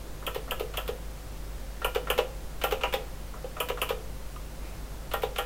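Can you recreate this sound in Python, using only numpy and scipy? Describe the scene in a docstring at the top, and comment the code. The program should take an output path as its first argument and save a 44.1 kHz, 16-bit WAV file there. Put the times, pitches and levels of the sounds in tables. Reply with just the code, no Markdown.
"""A wooden workbench in a small room: one finger keys four short runs into an old desktop calculator.
Each stroke is a light touch on the cap, the snap of the switch, a rattle as the key rises and a thud
at its stop. The hollow housing rings with every blow. Mains hum and a faint fan fill the room;
before the last run the hand taps once and a sleeve rustles."""
import sys
import numpy as np
from scipy import signal
from scipy.fft import rfft, irfft
from scipy.io import wavfile

SR = 44100
rng = np.random.default_rng(int(sys.argv[2]) if len(sys.argv) > 2 else 0)


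def int16_out(signal):
    """Quantize to a 16-bit WAV file."""
    q = np.round(np.clip(np.atleast_2d(signal).T, -1, 1) * 32767)
    wavfile.write(sys.argv[1], SR, q.astype(np.int16))


N = 240462
T = np.arange(SR // 3) / SR  # time axis of one blow [s]

# key down: (snap time [s], force [dB], touch to snap [s], landing hardness [dB])
PRESSES = [(0.266, -31, 0.042, -24), (0.5094, -30.5, 0.032, -24), (0.7716, -30, 0.034, -8.5),
           (1.8457, -25.5, 0.029, -17), (2.1011, -24, 0.031, -18.5), (2.638, -24.5, .024, -7),
           (2.835, -25, 0.026, -11.5), (3.6019, -27, .036, -16.5), (3.8165, -27, 0.044, -15.5),
           (5.1362, -25.5, 0.023, -9.5), (5.3836, -25.5, .0245, -7)]
# key up: (stop time [s], force [dB], rise time [s], stop hardness [dB])
RELEASES = [(0.359, -19, 0.013, -4), (0.605, -18, 0.0084, -4.5), (0.889, -19.5, .011, -3.5),
            (1.958, -14.5, 0.0099, -0.5), (2.186, -10.5, 0.0073, 0), (2.722, -15, .012, 2.5),
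            (2.938, -16, 0.012, 7), (3.442, -23.5, 0, -5.5), (3.7, -18, .013, 1.5),
            (3.904, -16.5, 0.013, 0), (5.233, -15, 0.012, -0.5)]
# modes of keyboard plate, housing and key caps: (frequency [Hz], level [dB], t60 [s])
PLATE_MODES = [(367, -8, .24), (420, -5, .14), (448, -1, .34), (495, -1, .34), (528, -2, .26),
               (560, -5, .14), (613, -8, .22), (690, -9, .1)]
HOUSING_MODES = [(742, -3, .12), (980, 0, .16), (1020, -2, .11), (1103, -2, .13), (1180, -3, .18),
                 (1250, -4, .18), (1297, -3, .14), (1400, -4, .13), (1539, -10, .14), (1695, -9, .13),
                 (1860, -7, .17)]
CAP_MODES = [(2400, 0, .19), (2519, -2, .16), (2575, -3, .14), (2713, -2, .13), (2860, 1, .18),
             (2960, 1, .18), (3149, -1, .14), (3390, -6, .13)]
# spectra of housing clack, cap rattle, stretching spring, singing coil: (frequency [Hz], level [dB])
CLACK = [(300, -39.5), (620, 2), (780, -6.5), (1350, -0.5), (1550, -9), (1900, -10.5), (2500, -24),
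         (6000, -57)]
RATTLE = [(600, -8), (1900, -7.5), (2450, -1), (2900, 0), (3500, -5), (4100, -10), (4800, -15),
          (7500, -18.5), (12000, -25.5)]
SPRING_UP = [(3000, -23), (7000, -48.5), (9500, -38), (10500, -2), (12700, -4), (13600, 3), (14300, 6),
             (15000, -4), (16000, -23)]
COIL = [(9000, -49), (13200, -23), (13900, -11), (14300, 6), (14800, 2), (15600, -18)]
HOLLOW_HZ, PAD_HOLLOW_DB = 796, 10  # hollow note of the housing, its boost under the number pad


def amp(db):
    """Decibels to gain."""
    return 10 ** (np.asarray(db) / 20)


def lookup(points, hz):
    """Table value, interpolated over log frequency."""
    table_hz, value = np.transpose(points)
    return np.interp(np.log(hz + 1), np.log(table_hz + 1), value)


def add(mix, at_s, sound):
    """Mixes a sound in at at_s."""
    part = mix[round(at_s * SR):][:len(sound)]
    part += sound[:len(part)]


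def unit(x):
    """Scales a blow to the energy of 10 ms at full level."""
    return x / np.sqrt(np.sum(x ** 2) / (SR / 100) + 1e-20)


def colour(x, spectrum):
    """Minimum-phase filter with the given spectrum."""
    log_gain = np.log(amp(lookup(spectrum, abs(np.fft.fftfreq(4096, 1 / SR)))))
    taps = np.fft.ifft(np.exp(np.conj(signal.hilbert(log_gain)))).real
    return signal.fftconvolve(x, taps[:len(taps) // 2])[:len(x)]


def noise(spectrum):
    """Steady coloured noise, rms 1."""
    gain = amp(lookup(spectrum, np.fft.rfftfreq(N, 1 / SR)))
    x = irfft(rfft(rng.standard_normal(N)) * gain, N)
    return x / x.std()


def clatter(spectrum, crack_s, loose_db, t60_s):
    """A hard first contact, then loose parts chatter and die away."""
    envelope = np.exp(-T / crack_s) + amp(loose_db - 60 * T / t60_s)
    return unit(colour(rng.standard_normal(len(T)) * envelope, spectrum))


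def ring(modes, spread_db=4.5, rise_s=0.0018):
    """Decaying modes; each blow lands elsewhere and shares out its force differently."""
    hz, db, t60_s = np.transpose(modes)[:, :, None]
    share_db = spread_db * rng.standard_normal(hz.shape)
    waves = amp(db + share_db - 60 * T / t60_s) * np.sin(2 * np.pi * (hz * T + rng.random(hz.shape)))
    return unit(waves.sum(0) * (1 - np.exp(-T / rise_s)))


def note(hz, t60_s, rise_s=0.0016):
    """One decaying mode."""
    envelope = amp(-60 * T / t60_s) * (1 - np.exp(-T / rise_s))
    return unit(envelope * np.sin(2 * np.pi * (hz * T + rng.random())))


def twang(hz, t60_s, split=0.018):
    """Three close, beating modes of a small part."""
    return ring([(hz * (1 + k * split), 0, t60_s) for k in (-1, 0, 1)], spread_db=3, rise_s=0.001)


def pulse(hz, peak_s, order=3):
    """A heavily damped resonance: swells for a few cycles and stops."""
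    return unit((T / peak_s * np.exp(1 - T / peak_s)) ** order * np.sin(2 * np.pi * hz * T))


def key_at(at_s):
    """Voice of the key under the finger."""
    # (from [s], snap [Hz], panel note [Hz], spring [Hz], thud [Hz], cap note [Hz],
    #  cap [dB], spring [dB], coil [dB], block [0 left, 1 number pad])
    voices = [(0.1, 3024, 1321, 13800, 459, 2954, 1.5, 2, -2, 0),
              (1.7, 2860, 1400, 9740, 475, 2786, -0.5, -0.5, -2, 0),
              (2.5, 2910, 1380, 13700, 451, 2780, -2.5, -1.5, 5, 1),
              (2.79, 2660, 977, 12200, 493, 3480, 0, -15.5, 4, 1),
              (3.2, 2860, 1281, 9800, 497, 2885, 1, 1.5, -2, 0),
              (5.0, 3140, 1380, 12300, 471, 3600, -7, -4, 1, 1),
              (5.32, 2960, 1380, 10700, 480, 3000, -3, -3.5, -9, 1)]
    names = "snap_hz panel_hz spring_hz thud_hz cap_hz cap_db spring_db coil_db on_pad".split()
    started = [voice for from_s, *voice in voices if from_s <= at_s]
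    return dict(zip(names, started[-1]))


def mains_and_fan(waver=0.073):
    """Wavering transformer and fan tones over moving air and low rumble."""
    # mains and fan tones: (frequency [Hz], rms level [dB])
    tones = [(50, -41), (100, -65.5), (150, -56), (250, -66.5), (528.5, -64.5)]
    # spectra of fan air and room rumble: (frequency [Hz], level [dB])
    air = [(41, -39), (70, -0.5), (77, -3.5), (151, -6), (177, -8.5), (249, -9), (492, -12), (527, -7.5),
           (564, -12.5), (2410, -23.5), (3020, -24.5), (5960, -27), (15800, -31)]
    rumble = [(5, 2), (14, -3.5), (25, -3.5), (34, -3.5), (42, -4), (60, -9.5), (90, -24), (200, -82)]
    t = np.arange(N) / SR
    knots_s = np.linspace(0, t[-1], 30)
    out = amp(-46) * noise(air) + amp(-42.5) * noise(rumble)
    for hz, db in tones:
        sway = 1 + waver * np.interp(t, knots_s, rng.standard_normal(len(knots_s)))
        out += np.sqrt(2) * amp(db) * sway * np.sin(2 * np.pi * (hz * t + rng.random()))
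    return out


def room(x, delay_s=0.007, wall_s=0.0096, wall_db=-5):
    """One wall echo plus scatter from shelves; the treble dies first."""
    # room decay: (frequency [Hz], t60 [s])
    decay = [(300, 0.35), (790, 0.36), (2100, 0.33), (5500, 0.27), (14600, 0.25)]
    hz, t, bins = signal.stft(rng.standard_normal(SR // 2), SR, nperseg=256)
    tail = signal.istft(bins * amp(-60 * t / lookup(decay, hz)[:, None]), SR)[1]
    response = np.concatenate([np.zeros(round(delay_s * SR)), tail / np.linalg.norm(tail)])
    response[round(wall_s * SR)] += amp(wall_db)
    return signal.fftconvolve(x, response)[:N]


def sleeve(at_s=4.69, width_s=0.09, level_db=-51):
    """Faint rustle as the arm returns to the keys."""
    # cloth spectrum: (frequency [Hz], level [dB])
    cloth = [(200, -2), (500, 4), (1000, -2), (1800, -8), (2450, 0), (3000, -14), (8000, -22)]
    return amp(level_db) * noise(cloth) * np.exp(-((np.arange(N) / SR - at_s) / width_s) ** 2)


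def hand_tap(at_s=4.361, level_db=-43):
    """One small tap as the hand leaves the machine."""
    out = np.zeros(N)
    tick = amp(-10) * clatter(RATTLE, crack_s=0.002, loose_db=-15, t60_s=0.06)
    body = note(hz=1213, t60_s=0.076) + amp(-7) * note(hz=1020, t60_s=0.065)
    add(out, at_s, amp(level_db) * (body + tick))
    return out


def nudge(rise_s=0.0019):
    """A soft fingertip jogs the housing."""
    knock = clatter(CLACK, crack_s=0.0079, loose_db=3, t60_s=0.31)
    knock += amp(-6) * ring(HOUSING_MODES) + amp(-8.5) * ring(PLATE_MODES)
    knock += amp(-3.5) * note(hz=1372, t60_s=0.043)
    return knock * (1 - np.exp(-T / rise_s))


def key_touches(pad_db=-4, settle_s=3.337):
    """Before each snap the fingertip nudges the housing and wobbles the cap."""
    out = np.zeros(N)
    for at_s, force_db, lead_s, landing_db in PRESSES:
        wobble = clatter(RATTLE, crack_s=0.005, loose_db=-1, t60_s=0.32) * (1 - np.exp(-T / 0.0012))
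        add(out, at_s - lead_s, amp(force_db - 10 + pad_db * key_at(at_s)["on_pad"]) * nudge())
        add(out, at_s - lead_s, amp(force_db + landing_db - 1) * wobble)
    add(out, settle_s, amp(-41) * nudge())  # finger settles on a key, no snap
    return out


def key_rises():
    """The spring hisses and lifts the key, which chatters in its guide and jogs the housing."""
    out = np.zeros(N)
    for stop_s, force_db, rise_s, hard_db in RELEASES:
        if rise_s > 0:  # a key barely down has no travel
            key = key_at(stop_s)
            rattle_db = 0.61 * force_db + 0.91 * (key["cap_db"] + min(hard_db, 0))
            chatter = clatter(RATTLE, crack_s=0.011, loose_db=-5, t60_s=0.15)
            rattle = amp(-24) * chatter + amp(-25.5) * ring(HOUSING_MODES)
            spring = amp(-44) * clatter(SPRING_UP, crack_s=0.0043, loose_db=-2, t60_s=0.12)
            add(out, stop_s - rise_s, amp(rattle_db) * rattle + amp(0.45 * key["spring_db"]) * spring)
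    return out


def key_presses(travel_s=0.013, firm_db=-25, firm_lag_s=0.0014, lag_doubling_db=2.5):
    """The switch snaps: cap and spring first, then housing and plate; a tick as the key bottoms out."""
    # spectra of switch snap and compressed spring: (frequency [Hz], level [dB])
    snap = [(600, -32), (1900, -12), (2450, 2), (3050, 5.5), (3350, -7.5), (3800, -22), (4600, -20),
            (7500, -19.5), (12000, -66)]
    spring_down = [(3000, -63), (7000, -4.5), (8500, -0.5), (9500, -4), (9850, -6), (10300, 1.5),
                   (13200, 5), (14200, 7.5), (15000, -3), (16000, -18)]
    out = np.zeros(N)
    for at_s, force_db, _, landing_db in PRESSES:
        key = key_at(at_s)
        tuned_snap = [(hz * key["snap_hz"] / 2850, db) for hz, db in snap]
        cap = amp(-4) * pulse(key["snap_hz"], peak_s=0.00094)
        cap += amp(2.5) * clatter(tuned_snap, crack_s=0.0063, loose_db=-4, t60_s=0.17)
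        cap += amp(-11.5) * ring(CAP_MODES)
        add(out, at_s, amp(force_db + key["cap_db"] - 4.5) * cap)

        spring = clatter(spring_down, crack_s=0.0017, loose_db=-2.5, t60_s=0.15)
        spring += amp(-7) * twang(key["spring_hz"], t60_s=0.09)
        spring += amp(key["coil_db"] - 6) * clatter(COIL, crack_s=0.004, loose_db=-3, t60_s=0.16)
        add(out, at_s, amp(force_db + key["spring_db"] - 8.5) * spring)

        lag_s = firm_lag_s * 2 ** ((firm_db - force_db) / lag_doubling_db)  # soft presses jolt later
        housing = ring(HOUSING_MODES) + amp(1.5) * clatter(CLACK, crack_s=0.018, loose_db=0, t60_s=0.15)
        housing += amp(-1.5) * note(key["panel_hz"], t60_s=0.16, rise_s=0.0031)
        housing += amp(PAD_HOLLOW_DB * key["on_pad"] - 8.5) * note(HOLLOW_HZ, t60_s=0.18)
        add(out, at_s + lag_s, amp(force_db - 5.5) * housing)

        guide_scrape = clatter(RATTLE, crack_s=0.0053, loose_db=-1, t60_s=0.15)
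        add(out, at_s, amp(force_db + landing_db - 2.5) * guide_scrape)
        plate = ring(PLATE_MODES) + amp(2) * pulse(hz=508, peak_s=0.0034)
        add(out, at_s + lag_s, amp(force_db - 7) * plate)
        tick = clatter(spring_down, crack_s=0.0008, loose_db=-25, t60_s=0.04)
        add(out, at_s + travel_s, amp(force_db + key["spring_db"] - 32) * tick)
    return out


def key_stops(spread_s=0.0069, bounce_s=0.0055, cushioning=2.6):
    """The rising key thumps the plate, which rings low and hollow; the spring sings and bounces once."""
    # spectrum of the knock on the plate: (frequency [Hz], level [dB])
    knock = [(200, -48), (320, -40), (420, 2), (560, -8.5), (660, -8), (800, -6.5), (1100, -26),
             (2500, -69)]
    out = np.zeros(N)
    for at_s, force_db, rise_s, hard_db in RELEASES:
        key = key_at(at_s)
        slack_db = 0 if rise_s > 0 else -12  # key barely down: slack spring
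        thud = pulse(key["thud_hz"], peak_s=0.0058, order=4)
        thud += amp(-9.5) * clatter(knock, crack_s=0.0038, loose_db=-11, t60_s=0.33)
        thud += amp(PAD_HOLLOW_DB * key["on_pad"] - 17.5) * note(HOLLOW_HZ, t60_s=0.15)
        add(out, at_s, amp(force_db - 8.5) * thud)

        housing = ring(HOUSING_MODES) + amp(3.5) * clatter(CLACK, crack_s=0.0092, loose_db=6, t60_s=0.1)
        housing += amp(-9.5) * note(key["panel_hz"], t60_s=0.18)
        cushion_db = cushioning * min(hard_db, 0)  # a soft stop spares the housing
        add(out, at_s, amp(force_db + cushion_db - 22.5) * housing)

        cap = clatter(RATTLE, crack_s=0.0013, loose_db=1, t60_s=0.14) + amp(-15.5) * ring(CAP_MODES)
        cap += amp(-4.5) * twang(key["cap_hz"], t60_s=0.084, split=0.05)
        add(out, at_s, amp(force_db + hard_db + slack_db / 4 - 20.5) * cap)

        spring_db = 0.63 * force_db + 0.6 * hard_db + 4 * key["on_pad"] + slack_db
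        spring = clatter(SPRING_UP, crack_s=0.0017, loose_db=-6, t60_s=0.11)
        spring += amp(key["coil_db"]) * clatter(COIL, crack_s=0.006, loose_db=-3, t60_s=0.18)
        add(out, at_s, amp(spring_db - 44) * spring)

        add(out, at_s + spread_s, amp(force_db - 16) * ring(PLATE_MODES, rise_s=0.0029))
        bounce = clatter(SPRING_UP, crack_s=0.0008, loose_db=-20, t60_s=0.04)
        add(out, at_s + bounce_s, amp(spring_db - 47) * bounce)
    return out


def scene():
    """Keys, hand and hum, the same in both channels."""
    keys = key_touches() + key_presses() + key_rises() + key_stops() + hand_tap()
    mono = keys + amp(-12) * room(keys) + sleeve() + mains_and_fan()
    return np.array([mono, mono])


def record(dry):
    """Faint hiss per channel, then a 15.9 kHz low-pass."""
    hissy = dry + amp(-70.5) * rng.standard_normal(dry.shape)
    low_pass = signal.firwin(511, 15900, window=("kaiser", 9), fs=SR)
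    return signal.oaconvolve(hissy, low_pass[None], "same")


dry = scene()
out = record(dry)
int16_out(out)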